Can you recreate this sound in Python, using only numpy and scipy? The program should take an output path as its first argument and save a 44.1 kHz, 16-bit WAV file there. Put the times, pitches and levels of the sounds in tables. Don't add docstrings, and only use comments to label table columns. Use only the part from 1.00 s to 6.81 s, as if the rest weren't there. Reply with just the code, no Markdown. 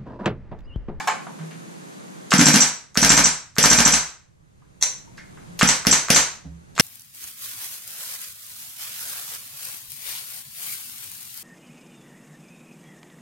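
import sys
import numpy as np
from scipy import signal
from scipy.fft import rfft, irfft
from scipy.io import wavfile
from scipy.ndimage import uniform_filter1d

SR = 44100
rng = np.random.default_rng(int(sys.argv[2]) if len(sys.argv) > 2 else 0)


def invert_db(x):
    u = np.asarray(x, float) / 20
    return 10 ** u


def output_pcm(signal):
    pcm = np.clip(np.atleast_2d(signal).T, -1, 1) * 32767
    wavfile.write(sys.argv[1], SR, np.round(pcm).astype(np.int16))


N = 256220

# start_s, knock_db, crack_db
CYCLES = [(1.3202, 0.5, -1.5), (1.3949, -5.5, -2), (1.4685, -4.5, -1), (1.5423, -7, -1.5),
          (1.9556, -16, 0.5), (2.0300, -4.5, -1), (2.1035, -5.5, -3), (2.1765, -3.5, -4),
          (2.5657, -19.5, -1), (2.6401, -2.5, -2), (2.7146, -4.5, -4), (2.7876, -6, -3),
          (2.8613, -4.5, -2.5), (4.612, -0.5, -2.5), (4.8512, -13.5, 0.5), (5.0851, -12.5, 0.5),
          (5.7796, -9, 2)]
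CRACK_LAG_S = .0180


def evened(x):
    return x / np.sqrt(np.mean(x ** 2) + 1e-20)


def read(points, hz):
    f, value = np.transpose(points)
    return np.interp(np.log(hz + 1), np.log(f + 1), value)


def add(mix, s, sound):
    part = mix[..., round(s * SR):][..., :sound.shape[-1]]
    part += sound[..., :part.shape[-1]]


def causal(spectrum):
    hz = abs(np.fft.fftfreq(4096, 1 / SR))
    log_gain = np.log(invert_db(np.maximum(read(spectrum, hz), -80)))
    return np.fft.ifft(np.exp(np.conj(signal.hilbert(log_gain)))).real[:1024]


def burst(colour, length_s, snap):
    t = np.arange(3000) / SR
    drive = np.zeros((2, 3000))
    drive[0] = rng.standard_normal(3000) * np.exp(-t / length_s)
    drive[0, 0] -= snap
    drive[1, 0] = np.linalg.norm(drive[0])
    sound = signal.fftconvolve(drive, colour[None], axes=1)
    return sound / abs(sound[0]).max()


def ring(modes, spread, phase, rise_s):
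    t = np.arange(SR // 3)[:, None] / SR
    hz, db, t60 = np.transpose(modes)
    chance = rng.standard_normal((3, len(hz)))
    waves = np.sin(2 * np.pi * hz * (1 + spread * chance[0]) * t + phase * chance[1])
    levels = invert_db(db + 2.2 * chance[2] - 60 * t / t60)
    return (levels * waves).sum(1) * (1 - np.exp(-t[:, 0] / rise_s)) / 2


def ducking_db():
    step_db, most_db, fall_s, back_s = 17.5, 24, 0.26, 0.55
    age = np.maximum(np.arange(N)[::64, None] / SR - np.transpose(CYCLES)[0] - CRACK_LAG_S, 0)
    push = step_db * ((1 - np.exp(-age / fall_s)) * np.exp(-age / back_s)).sum(1)
    return np.repeat(most_db * np.tanh(push / most_db), repeats=64)[:N]


def wind_filter():
    off_s, fade_s = 1.6, 0.23
    return np.exp(-np.maximum(np.arange(N) / SR - off_s, 0) / fade_s)


def noise(spectrum, level_db):
    # pitch_hz, likeness
    likeness = [(60, 0.77), (180, -0.19), (550, -0.78), (1650, -0.59), (4970, 0.31), (15000, -1.2)]
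    frames, hz = N // 256 + 5, np.fft.rfftfreq(1024, 1 / SR)
    a, b, c, d, patches = rng.standard_normal((frames, 513, 5)).T
    patches = evened(uniform_filter1d(uniform_filter1d(patches, 8, 0), 10, 1))
    same = np.clip(read(likeness, hz), -1, 1)[:, None]
    left = a + 1j * b
    z = np.array([left, same * left + np.sqrt(1 - same ** 2) * (c + 1j * d)])
    z *= invert_db(read(spectrum, hz)[:, None] + 0.5 * patches)
    return invert_db(level_db) * evened(signal.istft(z, nperseg=1024, noverlap=768)[1][:, :N])


def room_noise():
    # pitch_hz, level_db (per Hz)
    hiss = [(53, -77.5), (90, -57), (138, -26.5), (165, -1), (204, -9.5), (288, -10), (527, -14.5),
            (1690, -23.5), (3220, -31), (3820, -31), (4260, -31.5), (5510, -34), (6270, -28.5),
            (12500, -37), (15500, -56.5)]
    # pitch_hz, level_db (per Hz)
    rumble = [(12, -35), (20, -6.5), (81, -11.5), (119, 3.5), (133, -4), (146, -20), (200, -34),
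              (260, -44.5), (440, -120)]
    duck = ducking_db()
    rumble_db = -56.5 + 9 * (1 - wind_filter()) - 0.48 * duck
    return noise(hiss, -40.0 - duck) + noise(rumble, rumble_db)


def hammer_knock(length_s, snap):
    # pitch_hz, level_db (per Hz)
    hammer_colour = [(180, -52), (400, -7), (800, -5), (1300, 5.5), (2300, -4.5), (3000, -16), (3800, -10),
                     (5500, -16.5), (7500, -6.5), (9500, -33.5), (14000, -36)]
    return burst(causal(hammer_colour), length_s, snap)


def stock_knocks(bright):
    # start_s, level_db
    knocks = [
        (0.001, -17.5),
        (.073, -13),
        (0.0803, -6),
        (.099, -16.5),
    ]
    # pitch_hz, level_db, t60_s
    stock = [(460, -18, .03), (790, -2, .05), (862, 0, .07), (1050, -2, .05), (1200, -9, .03),
             (1350, -7, .03), (1570, -5, .07), (1700, -3, .05), (1950, -8, .03), (2230, -5, .04),
             (2400, -8, .03), (2620, -10, .03), (3000, -12, .03), (3450, -14, .03)]
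    for s, db in knocks:
        add(bright, s, invert_db(db) * ring(stock, .005, 3.0, .0015) * invert_db([[0], [-4.0]]))
        add(bright, s, invert_db(db - 11.0) * hammer_knock(0.022, 1.5))


def small_ticks(bright):
    # start_s, level_db, centre_hz, width_hz, length_s
    ticks = [(.001, -34.5, 4450, 5970, 0.069), (0.074, -17.5, 5240, 5750, 0.0064),
             (5.444, -46, 494, 498, 0.03), (0.268, -26, 870, 605, 0.012), (0.387, -39.5, 1151, 1500, 0.093),
             (.509, -36, 1670, 2500, 0.024), (1.306, -15, 5860, 4020, 0.029),
             (1.945, -33.5, 6500, 3140, 0.015), (2.555, -36, 6080, 3000, 0.0048),
             (3.617, -56, 1080, 598, 0.018), (4.072, -49.5, 927, 70, 0.0071),
             (3.825, -48, 700, 900, 0.0042), (4.615, -8, 2600, 1210, 0.0035),
             (1.317, -11.5, 2670, 1500, 0.0024), (4.173, -41.5, 4760, 3500, 0.031),
             (4.178, -33.5, 1700, 800, 0.0094), (4.192, -40, 2150, 250, 0.0027),
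             (4.372, -41, 1200, 1220, 0.013), (4.591, -15.5, 5180, 6100, 0.012),
             (5.752, -36, 5020, 6070, 0.011), (5.763, -30.5, 2950, 5000, 0.011)]
    t = np.arange(512) / SR
    for s, db, hz, width_hz, length_s in ticks:
        band = np.exp(-np.pi * width_hz * t) * np.cos(2 * np.pi * hz * t + 0.15)
        add(bright, s, invert_db(db) * burst(np.convolve(band, band), length_s, 0.98))


def chair_bumps(low):
    # start_s, level_db, pitch_hz, t60_s
    bumps = [
        (.23, -31, 167, 0.12),
        (0.397, -24.5, 161, 0.51),
        (0.522, -35.5, 164.6, 0.69),
        (0.818, -40, 172, 0.48),
        (4.48, -37.5, 174.5, 0.66),
        (5.449, -35, 267.4, 0.19),
        (5.449, -23.5, 169.5, 0.262),
        (5.469, -31, 166.3, 0.48),
        (5.454, -35.5, 76.9, 0.82),
    ]
    fade = np.hanning(2 * (SR // 3))[SR // 3:]
    for s, db, hz, t60 in bumps:
        add(low, s, 2 * invert_db(db) * ring([(hz, 0, t60)], 0.026, 0.036, 0.017) * fade)


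def selector_clicks(bright):
    # start_s, level_db, length_s
    snaps = [
        (3.811, -24, 0.039),
        (3.8252, -1, 0.002),
        (3.833, -5.5, 0.0032),
    ]
    # pitch_hz, level_db (per Hz)
    selector_colour = [(180, -66.5), (300, -22.5), (979, -16), (1340, -20.5), (1990, -14), (3050, -21),
                       (4110, -10.5), (5130, -20.5), (5460, -6), (6100, 3), (6600, -10), (7490, -3.5),
                       (8360, -22), (9340, -13), (11000, -29.5), (14000, -30)]
    for s, db, length_s in snaps:
        add(bright, s, invert_db(db) * burst(causal(selector_colour), length_s, 0.73))


def handling():
    bright, low = np.zeros((2, N)), np.zeros(N)
    small_ticks(bright)
    selector_clicks(bright)
    stock_knocks(bright)
    chair_bumps(low)
    return signal.sosfilt(signal.butter(3, 350, "high", fs=SR, output="sos"), bright), low


def gas_crack():
    # pitch_hz, level_db (per Hz)
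    crack_colour = [(180, -41.5), (300, -26.5), (462, -4.5), (1080, -16.5), (1460, -7), (4230, -11),
                    (4670, -7.5), (6100, -1.5), (6620, -12.5), (11300, -14), (16000, -32.5)]
    return burst(causal(crack_colour), .0015, 7.0)


def body_thump(phase, rise_s):
    # pitch_hz, level_db, t60_s
    body = [(56.5, -18, 0.27), (157, -11, 0.27), (189.6, -0.5, 0.089), (207.5, 0, 0.079),
            (240.5, -2.5, 0.16), (281.9, -4, 0.15), (230, -4.5, 0.029)]
    return ring(body, 0.02, phase, rise_s)


def bolt_ring(rise_s, long_only=False):
    # pitch_hz, level_db, t60_s
    steel = [(5390, -7, .03), (5620, -6, .04), (5935, 0, .09), (6030, -4, .06), (6110, -4, .05),
             (6280, -6, .04), (6930, -9, .03), (7350, -8, .03), (7480, -4, .06), (7535, -3, .08),
             (7820, -6, .03), (8200, -9, .02)]
    modes = steel[2:5] + steel[8:10] if long_only else steel
    sound = ring(modes, 0.003, 2.4, rise_s)
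    clang = np.exp(-np.arange(len(sound)) / SR / .002)
    return np.array([sound, invert_db(4.0) * clang * sound])


def bolt_slam():
    # pitch_hz, level_db (per Hz)
    slam_colour = [(180, -41), (300, -18), (609, -15), (940, -8.5), (2030, -9.5), (3460, -14.5),
                   (3930, -9.5), (5600, -10), (6070, -3.5), (10000, -17.5), (14000, -30)]
    return burst(causal(slam_colour), .003, 2.6)


def rifle():
    # start_s, ring_db, slam_db
    bolts = [(1.3801, -6, -7), (1.4562, 1.5, -5), (1.5305, -5.5, -5), (1.6050, 1.5, -3), (2.0158, -4, -3.5),
             (2.0924, 2, -3.5), (2.1670, -4.5, -4), (2.2409, 1, -5), (2.6273, -0.5, -5.5),
             (2.7008, 0.5, -5), (2.7739, -2.5, -6.5), (2.8508, 1.5, -7), (2.922, -3.5, -3.5),
             (4.673, -1.5, -3.5), (4.9113, 1.5, -2.5), (5.1458, -2, -1.5), (5.8400, -3, -5)]
    bright, low, duck = np.zeros((2, N)), np.zeros(N), ducking_db()
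    crack_room, hammer_room = invert_db([[0], [-5.5]]), invert_db([[0], [-6.5]])
    next_starts = [cycle[0] for cycle in CYCLES[1:]] + [np.inf]
    place = 0
    for (s, knock_db, crack_db), (rings, ring_db, slam_db), then in zip(CYCLES, bolts, next_starts):
        last = then - s > .1
        down_db = duck[round(s * SR)]

        rebound_db = knock_db - 10
        add(bright, s, invert_db(knock_db) * hammer_room * hammer_knock(0.0014, 32.0))
        add(bright, s + .0082, invert_db(rebound_db + 4.5) * hammer_room * hammer_knock(0.0069, 0.5))

        fired = s + CRACK_LAG_S - .00035 * place
        valve_opens = fired - 0.00058
        add(bright, fired, invert_db(crack_db + 7.0) * crack_room * gas_crack())
        add(low, valve_opens, invert_db(-4 - 0.46 * down_db) * body_thump(.2, 0.0022))

        shut = rings + .0155 if last else then - .0012
        close_db = -14.5 if last else 2.65 - 0.54 * down_db
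        again_db = -8.5 if last else -12
        add(bright, rings, invert_db(ring_db - 4.5) * bolt_ring(0.00069))
        add(low, rings + .0085, invert_db(close_db) * body_thump(0.18, 0.0057))
        add(bright, shut, invert_db(slam_db) * bolt_slam())
        add(bright, shut, invert_db(again_db) * bolt_ring(0.00062, long_only=True))
        place = 0 if last else place + 1
    return bright, signal.sosfiltfilt(signal.butter(3, 340, fs=SR, output="sos"), low)


def room(x):
    # pitch_hz, t60_s
    decay = [(300, 0.39), (700, 0.41), (1800, 0.42), (4800, 0.38), (9000, 0.34), (12000, 0.29),
             (15000, 0.43)]
    # pitch_hz, likeness
    echo_likeness = [(150, 0.94), (400, 0.74), (800, 0.22), (3000, 0.53), (8000, 0.067)]
    turn, out = np.arange(N) / SR * 2 * np.pi * 4.3, np.zeros((2, N))
    for k in range(3):
        taps = np.zeros((2, 30000))
        at = np.arange(100, 29900, 20) + rng.integers(0, 20, (2, 1490))
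        np.put_along_axis(taps, at, rng.choice([-1., 1.], at.shape), 1)
        hz, t, z = signal.stft(taps, SR, nperseg=256)
        alike = np.clip(read(echo_likeness, hz), -1, 1)[:, None]
        z = np.array([z[0], alike * z[0] + np.sqrt(1 - alike ** 2) * z[1]])
        tail = signal.istft(z * invert_db(-60 * t / read(decay, hz)[:, None]), SR, nperseg=256)[1]
        tail *= 1 - np.exp(-np.arange(tail.shape[1]) / SR / 0.00077)
        share = np.sqrt(2 / 3) * abs(np.cos(turn / 2 + k * np.pi / 3))
        out += signal.fftconvolve((x * share)[None], tail / np.linalg.norm(tail[0]), axes=1)[:, :N]
    return out


def scene():
    shots, thumps = rifle()
    ticks, bumps = handling()
    floor = room_noise()
    echoes = room(invert_db(8.0) * shots[1] + invert_db(0.5) * ticks[1] + invert_db(-12.5) * thumps)
    return shots[0] + ticks[0] + thumps + bumps + echoes + floor


def microphone(dry):
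    # pitch_hz, left_over_right_db
    tilt = [(60, -5.5), (130, -3.5), (290, 0.5), (640, -0.5), (1410, 0), (3100, 0), (6820, 0.5),
            (15000, -3.5)]
    # pitch_hz, lead_rad
    lead = [(100, 0.26), (1500, 0.11), (4480, -0.11), (4910, 0.051), (5940, 1.3), (6460, -0.19),
            (11300, -1.1), (15900, 0.63)]
    hz = np.fft.rfftfreq(N, 1 / SR)
    half = invert_db(read(tilt, hz) / 2) * np.exp(.5j * read(lead, hz))
    edge = 1 / np.sqrt(1 + (hz / 15700) ** 16)
    ports = rfft(dry) * np.array([half, 1 / half]) * edge
    bass_cut = irfft(ports * invert_db(-17.0 / (1 + (hz / 112) ** 8)), N)
    share = wind_filter()
    return np.clip(share * bass_cut + (1 - share) * irfft(ports, N), -1, 1)


def treble_gate(x):
    # pitch_hz, level_db
    gate = [(2500, -49.5), (7000, -53.5), (9500, -48.5), (11500, -44), (13500, -44), (15000, -38),
            (16000, -32.5)]
    pad = 229
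    hz, t, z = signal.stft(np.pad(x, [(0, 0), (pad, 0)]), SR, "cosine", nperseg=2048, noverlap=1024)
    power = abs(z) ** 2
    wander_db = 7.6 * np.repeat(rng.standard_normal((len(t), 33)).T, repeats=32, axis=0)[:len(hz)]
    loudness = power[:, hz > 700].sum(1, keepdims=True)
    mask = loudness * invert_db(2 * (read(gate, hz)[:, None] + wander_db)) + invert_db(-226.0)
    kept = z * ((power > mask) | (hz < 2500)[:, None])
    return signal.istft(kept, SR, "cosine", nperseg=2048, noverlap=1024)[1][:, pad:pad + N]


def top_cut(x):
    return signal.sosfilt(signal.butter(12, 16400, fs=SR, output="sos"), x)


def record(dry):
    mix = treble_gate(microphone(dry))
    return top_cut(mix)


dry = scene()
out = record(dry)
output_pcm(out)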